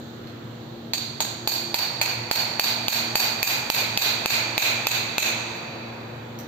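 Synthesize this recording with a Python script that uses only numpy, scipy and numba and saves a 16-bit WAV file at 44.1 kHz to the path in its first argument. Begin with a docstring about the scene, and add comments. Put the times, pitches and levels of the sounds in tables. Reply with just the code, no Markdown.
"""Anchor bolt in a bare basement

Overhead, a small hammer drives a steel bolt into the concrete ceiling: sixteen blows, each a snap, a
brief ring of hammer and bolt and a knock of the slab, then a long echo from the hall. A ventilation
fan hums throughout; loose hardware ticks before and after. Heard from below on a phone's two
microphones, whose limiter ducks after a hard blow, so the echo swells up behind it."""
import sys
import numpy as np
from scipy import signal
from scipy.fft import rfft, irfft, next_fast_len
from scipy.io import wavfile
from scipy.ndimage import uniform_filter1d
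from numba import njit

SR = 44100
rng = np.random.default_rng(int(sys.argv[2]) if len(sys.argv) > 2 else 0)


def unload_audio(sound):
    """Save the sound as a 16-bit wav file, at the path given as the first command line argument."""
    columns = np.transpose(np.atleast_2d(sound))
    # keep every value between -1 and 1, then stretch to whole-number steps
    steps = np.round(np.clip(columns, -1, 1) * 32767)
    wavfile.write(sys.argv[1], SR, steps.astype(np.int16))


N = 285327

# room sound across the two microphones: (frequency [Hz], likeness [0-1])
LIKENESS = [(130, 0.94), (290, 0.84), (640, 0.32), (1400, 0)]
# air in the duct: (frequency [Hz], relative level [dB])
DUCT_RUSH = [(30, -56), (70, -4.5), (110, 6), (200, -2.5), (400, -10), (700, -19), (1500, -15.5),
             (2500, -27.5), (3900, -18.5), (5400, -32), (7200, -35.5), (8300, -55), (12500, -48),
             (16000, -26.5)]
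# fan tones: (frequency [Hz], width [Hz], rms level in the room [dB])
FAN_TONES = [(101.5, 31, -46.5), (118.8, 16, -37.5), (141, 10, -43), (173, 4, -63), (312.5, 17, -50),
             (347.1, 5.4, -47.5), (497, 1.5, -57)]
# loose washer and nut: (time [s], level [dB], treble tilt [dB/octave], ring [Hz])
TICKS = [(0.2717, -21, -9, 4300), (0.2965, -25, -6, 4200), (5.5495, -19, 7, 7300), (5.5635, -22, 5, 6000),
         (5.573, -24, 6, 6500), (6.3884, -10, -1, 6000), (6.3995, -14, 1, 6000), (6.410, -18, 3, 6000)]
# snap of steel on steel: (frequency [Hz], relative level [dB])
CRACK_COLOUR = [(300, -24.5), (700, -11.5), (1500, 1), (3200, 7), (5500, 10.5), (8000, -6), (12000, -1),
                (14000, 13.5), (16000, 11.5)]
# main decay of the hall: (frequency [Hz], time to fall 60 dB [s])
HALL_T60 = [(200, 5.1), (900, 3.49), (2500, 0.94), (4500, 0.79), (6600, 0.35), (13000, 0.38)]
# far end of the basement, weaker and longer: (frequency [Hz], level [dB])
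FAR_ECHO = [(900, -7), (4500, -13), (7000, -8), (13000, -23)]
# floor and nearest walls, first and loudest: (frequency [Hz], level [dB])
CLOSE_ECHO = [(700, 28), (2500, 20), (4500, 14.5), (13000, 18)]
# echo bunches from facing walls: (delay [s], bass [dB], treble [dB], spread [s], top octave [dB])
SLAPS = [(.021, 2.5, 4.5, 0.0054, 3.5), (0.047, 10, 5, 0.004, 5.5), (0.085, 6.5, -0.3, .045, 2),
         (0.11, -1, 2, 0.031, .3)]
# hammer blows; a clean hit is bright, an off-centre aim shifts the ring between modes:
# (time [s], strength [dB], brightness [dB], aim [dB], bolt shank [dB], hammer head [dB],
#  slab knock [dB], low bolt clang [dB], direct sound [dB])
BLOWS = [(0.9344, -36, 7, -4.5, 1.5, 4, -14, 2, -5.5), (1.2042, -31, -18.5, -8.5, -7, 2.5, 3, 8, -7.5),
         (1.4745, -26, 8, 1, -25, 0.5, -4.5, -2, -4.5), (1.7428, -22, -11, 3.5, 6.5, 1.5, -3.5, -1, -4.5),
         (2.0137, -25, -23.5, -4, 8, 8, 0, 7, -5), (2.3122, -19.5, -20, 0.5, 3.5, 6.5, -2.5, -14, -3.5),
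         (2.5955, -20, 0, 2.5, 3, 2, -7, 4.5, 0.5), (2.8824, -19, -1.5, 1, -1.5, 1, -9, 2, 1),
         (3.155, -17.5, 0, 2.5, -0.5, 1, -5, -19, -1.5), (3.429, -19, 5, 1, 0.5, -5, -11, -4, 0.5),
         (3.7008, -18.5, 1.5, 1.5, 2, 1.5, -7.5, 2, 1), (3.9745, -17.5, 0.5, 1.5, -1.5, 2, -11, 5.5, 1.5),
         (4.2589, -18, -16, -4, 1.5, 12.5, -8.5, 5, 1.5), (4.5788, -19, -1, -2.5, 2, 1, -7.5, 2, -2),
         (4.8692, -23, 2, -4, -2, 11, -4, -2, -2), (5.1816, -23, 0, -7.5, -3, 9.5, -3.5, -4, -2.5)]
# modes of hammer head and gripped bolt: (frequency [Hz], width [Hz])
STEEL_MODES = [(906, 270), (2474, 383), (4063, 850), (4520, 300), (6550, 810), (13570, 410), (14300, 4500),
               (902, 75), (1510, 780), (2430, 33), (2590, 56), (3840, 110), (4595, 170), (7485, 240)]
# how a blow feeds each mode as the bolt seats:
# (starting level [dB], change per blow [dB], brightness weight [ratio], aim weight [ratio])
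MODE_FEED = [(-24, -0.2378, 0.08, 0.24), (-20, .5, 0.17, -0.97), (-11.5, 0.1373, 0.69, -1.28),
             (1, -1.23, 0.21, 0.33), (-10, -0.2033, 0.24, -1.05), (-16, 0.37, 0.8, -0.096),
             (-15.5, -0.17, 0.89, 0.67), (-36.5, 0, 0, 0.17), (-29, 0.0676, 0, -0.76),
             (-26, .5, 0.39, -0.064), (-28.5, 0.85, 0.53, -0.63), (-20.5, -0.1, 0, 1),
             (-9.5, -0.13, 0.22, 1), (-24, -0.2344, 0.24, -0.15)]
# rows of STEEL_MODES: (shank [index], head [index], knock [index], clang [index])
PART_MODES = [1, 3, 0, 2]
# direct path over what enters the hall; the top radiates up and away: (frequency [Hz], gain [dB])
DIRECT_PATH = [(300, 16), (750, 14), (1400, 14.5), (2500, 17), (3300, 15.5), (4000, 11.5), (4600, 12.5),
               (7000, 5.5), (13000, 8)]
# microphone ports: (frequency [Hz], gain [dB], left minus right [dB])
MIC_PORTS = [(94.7, -13.5, 0), (659, 4.5, 1), (1215, -3.16, -2.5), (2450, -2.2, -1.5), (4384, -6.5, -12.5),
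             (4840, -7.5, -1), (4850, -10, -1), (7810, 3.5, -5.5), (7780, -8.5, 2), (8260, 7.5, 5),
             (10060, 0, 2), (11420, 8.5, 0.5), (15400, -9.5, -1.5)]
# a deep gap in the treble: (frequency [Hz], gain [dB])
TREBLE_NOTCH = [(8500, 0), (8900, -18), (9700, -55), (11200, -55), (11600, 0)]


def undb(db):
    return 10 ** (np.asarray(db) / 20)


def along(table, hz, axis=1):
    """A table column, interpolated over log frequency."""
    rows = np.array(table)
    return np.interp(np.log(hz + 1), np.log(rows[:, 0]), rows[:, axis])


def unit_energy(x):
    return x / np.sqrt(np.sum(x ** 2))


def bins(size):
    return np.arange(size // 2 + 1) * SR / size


def add(out, start_s, x):
    i = int(start_s * SR)
    out[..., i:i + x.shape[-1]] += x[..., :N - i]


def resonance(f, hz, width):
    return 1 / (1 + (2 * (f - hz) / width) ** 2)


def noise_pair(size):
    """Left and right noise spectra, alike in the bass and unrelated in the treble."""
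    mid, side = rfft(rng.standard_normal((2, size)))
    alike = along(LIKENESS, bins(size))
    return np.sqrt(1 + alike) * mid + np.sqrt(1 - alike) * side * np.array([[1], [-1]])


def bands(spectra, size):
    """Overlapping third-octave bands: centre frequency and signal."""
    place = 3 * np.log2(bins(size) + 1)
    for k in range(14, 44):
        yield 2 ** (k / 3), irfft(spectra * np.clip(1 - abs(place - k), 0, 1), size)


def waver(rate_hz):
    """Random steps, smoothed twice."""
    k = int(SR / rate_hz)
    steps = np.repeat(rng.standard_normal(N // k + 1), k)
    return uniform_filter1d(uniform_filter1d(steps, k), k)[:N]


def causal(db):
    """Shortest response with the given gain per bin, by folding the cepstrum."""
    cep = irfft(np.log(undb(db)))
    half = cep.shape[-1] // 2
    cep[..., 1:half] *= 2
    cep[..., half + 1:] = 0
    return irfft(np.exp(rfft(cep)))


def fan(rush_db=-35, motor_hz=231.8):
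    """Room tone: wavering blade and motor tones over a duct rush whose bands flicker."""
    size, t = next_fast_len(N), np.arange(N) / SR
    swell_db = 0.49 * waver(0.12)
    rush = sum(band[:, :N] * undb(along(DUCT_RUSH, hz) + swell_db + 1.8 * waver(6))
               for hz, band in bands(noise_pair(size), size))
    out = rush * undb(rush_db) / rush.std()
    for hz, width, db in FAN_TONES:
        tone = irfft(noise_pair(size) * resonance(bins(size), hz, width), size)[:, :N]
        out += tone * undb(db) / tone.std()
    shaft = undb(-36 + 3 * waver(13)) * np.sin(np.pi * motor_hz * t)  # half the motor's pitch
    motor = undb(-40.5 + 2.5 * waver(7.06)) * np.sin(2 * np.pi * motor_hz * t)
    return out + np.sqrt(2) * (shaft + motor)


def crack(size, tilt_db=0.):
    """The broad snap of steel on steel."""
    hz = bins(size)
    return unit_energy(causal(along(CRACK_COLOUR, hz) + tilt_db * np.log2((hz + 2000) / 6000)))


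def hardware_ticks(size=2048):
    """Washer and nut click and ring briefly, into the hall and straight to the microphones."""
    to_hall, direct = np.zeros(N), np.zeros((2, N))
    for s, db, tilt_db, hz in TICKS:
        ring_db = 12 * resonance(bins(size), hz, width=700)
        click = undb(db) * irfft(rfft(crack(size, tilt_db)) * rfft(causal(ring_db)))
        add(to_hall, s, click)
        add(direct, s, near_scatter(click))
    return to_hall, direct


def near_scatter(x, smear_s=.002, rise_s=.0009):
    """Slab, hand and pipes smear the direct sound on its way to each microphone, keeping its colour."""
    t = np.arange(1024) / SR
    shared, left, right = rng.standard_normal((3, len(t))) * np.exp(-(t / smear_s) ** 2)
    paths = np.array([shared + 1.65 * left, np.roll(shared + 0.5 * right, 4)])  # right lags 4 samples
    window = np.exp(-(t / (2.4 * smear_s)) ** 2) * np.sqrt(np.tanh(t / rise_s))
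    for _ in range(6):  # flatten the spectrum, then shorten
        paths = irfft(np.exp(1j * np.angle(rfft(paths)))) * window
    return signal.fftconvolve(x[None], paths, axes=1)


def hall(x, close_s=.012, far_stretch=3.13, gap_s=.00026, build_s=.04):
    """Bare concrete, near and far, echoes along two sets of paths; the treble dies first."""
    size = 110000
    t, tail = np.arange(size) / SR, 0
    bass_db, treble_db, top_db = (
        sum(slap[k] * np.exp(-((t - slap[0]) / slap[3]) ** 2) for slap in SLAPS) for k in (1, 2, 4))
    for hz, band in bands(np.array([noise_pair(size), noise_pair(size)]), size):
        fall = np.log(1000) * t / along(HALL_T60, hz)
        decay = np.hypot(np.exp(-fall), undb(along(FAR_ECHO, hz)) * np.exp(-fall / far_stretch))
        close = np.hypot(1, undb(along(CLOSE_ECHO, hz)) * np.exp(-t / close_s))
        treble, top = along([(1000, 0), (4000, 1)], hz), along([(7000, 0), (12000, 1)], hz)
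        slap_db = bass_db + treble * (treble_db - bass_db) + top * (top_db - treble_db)
        tail += band * decay * close * undb(slap_db)
    build_up = np.sqrt(1 - np.exp(-np.maximum(t - gap_s, 0) / build_s))
    tail *= undb(6) * build_up / np.sqrt(2 * SR * .1)
    return signal.fftconvolve(x[:, None], tail, axes=2).sum(axis=0)[:, :N]


def hammer(thud_hz=70, knock_hz=870, knock_t60_s=.017, pitch_scatter=.006):
    """Each blow rings hammer and bolt and jolts the slab right above the microphones."""
    to_hall, direct = np.zeros((2, N)), np.zeros((2, N))
    t, f = np.arange(2048) / SR, bins(2048)
    thud = unit_energy(t * np.exp(-2 * np.pi * thud_hz * t))
    knock = unit_energy(np.sin(2 * np.pi * knock_hz * t) * undb(-60 * t / knock_t60_s))
    snap_power = abs(rfft(crack(len(t)))) ** 2
    for k, (s, strength_db, bright_db, aim_db, *part_db, direct_db) in enumerate(BLOWS):
        mode_db = np.array(MODE_FEED) @ [1, k, bright_db, aim_db]
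        mode_db[PART_MODES] += part_db
        power = snap_power.copy()
        for (hz, width), db in zip(STEEL_MODES, mode_db):
            hz *= 1 + pitch_scatter * rng.standard_normal()
            power += undb(db) ** 2 * SR / width * resonance(f, hz, width) ** 1.5
        blow_db = strength_db + 10 * np.log10(power * SR * .1)
        blow = causal(blow_db)
        turn = 2 * np.pi * rng.random()  # the arm shifts: each blow takes its own mix of echo paths
        add(to_hall, s, np.outer([np.cos(turn), np.sin(turn)], blow))
        steel = causal(blow_db + along(DIRECT_PATH, f) + direct_db)
        slab = undb(-51) * thud + undb(-6.5 + .5 * part_db[2] + direct_db) * knock
        add(direct, s, near_scatter(steel))
        add(direct, s, np.linalg.norm(blow) * slab)
    return to_hall, direct


def head_sing(hz=4640, t60_s=2.2, rise_s=.35):
    """The free hammer head sings on thinly, swelling slowly after each blow; the next blow stops it."""
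    out, t = np.zeros(N), np.arange(N) / SR
    rise = 1 - np.exp(-(t / rise_s) ** 2)
    tone = np.sin(2 * np.pi * hz * t) * rise * undb(-60 * t / t60_s)
    for s, strength_db, *_ in BLOWS:
        i = int(s * SR)
        out[i:] = undb(strength_db - 5) * tone[:N - i]
    return out * undb(1.5 * waver(3.8))


@njit
def limiter_gain(peak, ceiling, attack_s, hold_s, release_s):
    """Gain falls fast on a peak over the ceiling and climbs back in two slower stages."""
    gain, held, duck = np.empty(len(peak)), 0., 0.
    for i in range(len(peak)):
        over = max(np.log(peak[i] / ceiling + 1e-9), 0.)
        held = max(over, held * (1 - 1 / (hold_s * SR)))
        duck += (held - duck) / (SR * (attack_s if held > duck else release_s))
        gain[i] = np.exp(-duck)
    return gain


def scene():
    """The basement from under the bolt: direct sound, echo and fan."""
    blows_to_hall, blows = hammer()
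    ticks_to_hall, ticks = hardware_ticks()
    return blows + head_sing() + ticks + hall(blows_to_hall + undb(-6.5) * ticks_to_hall) + fan()


def record(dry, look_ahead_s=.00013, overload=.49, top_hz=15500):
    """Microphone ports, a deep gap in the treble, then the phone's linked limiter, soft overload and top cut."""
    hz = bins(2048)
    ports_db = [along(MIC_PORTS, hz) + side * along(MIC_PORTS, hz, axis=2) / 2 for side in (1, -1)]
    mics = signal.fftconvolve(dry, causal(ports_db), axes=1)[:, :N]
    peak = abs(mics).max(axis=0)
    gain = limiter_gain(peak, float(undb(-3.5)), attack_s=.00027, hold_s=.019, release_s=.019)
    notched = signal.fftconvolve(mics, causal(along(TREBLE_NOTCH, hz))[None], axes=1)[:, :N]
    limited = notched * np.roll(gain, -int(look_ahead_s * SR))
    clipped = overload * np.tanh(limited / overload)  # its rasp fills the notch on peaks
    return signal.sosfilt(signal.ellip(10, .2, 80, top_hz, fs=SR, output="sos"), clipped)


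dry = scene()
out = record(dry)
unload_audio(out)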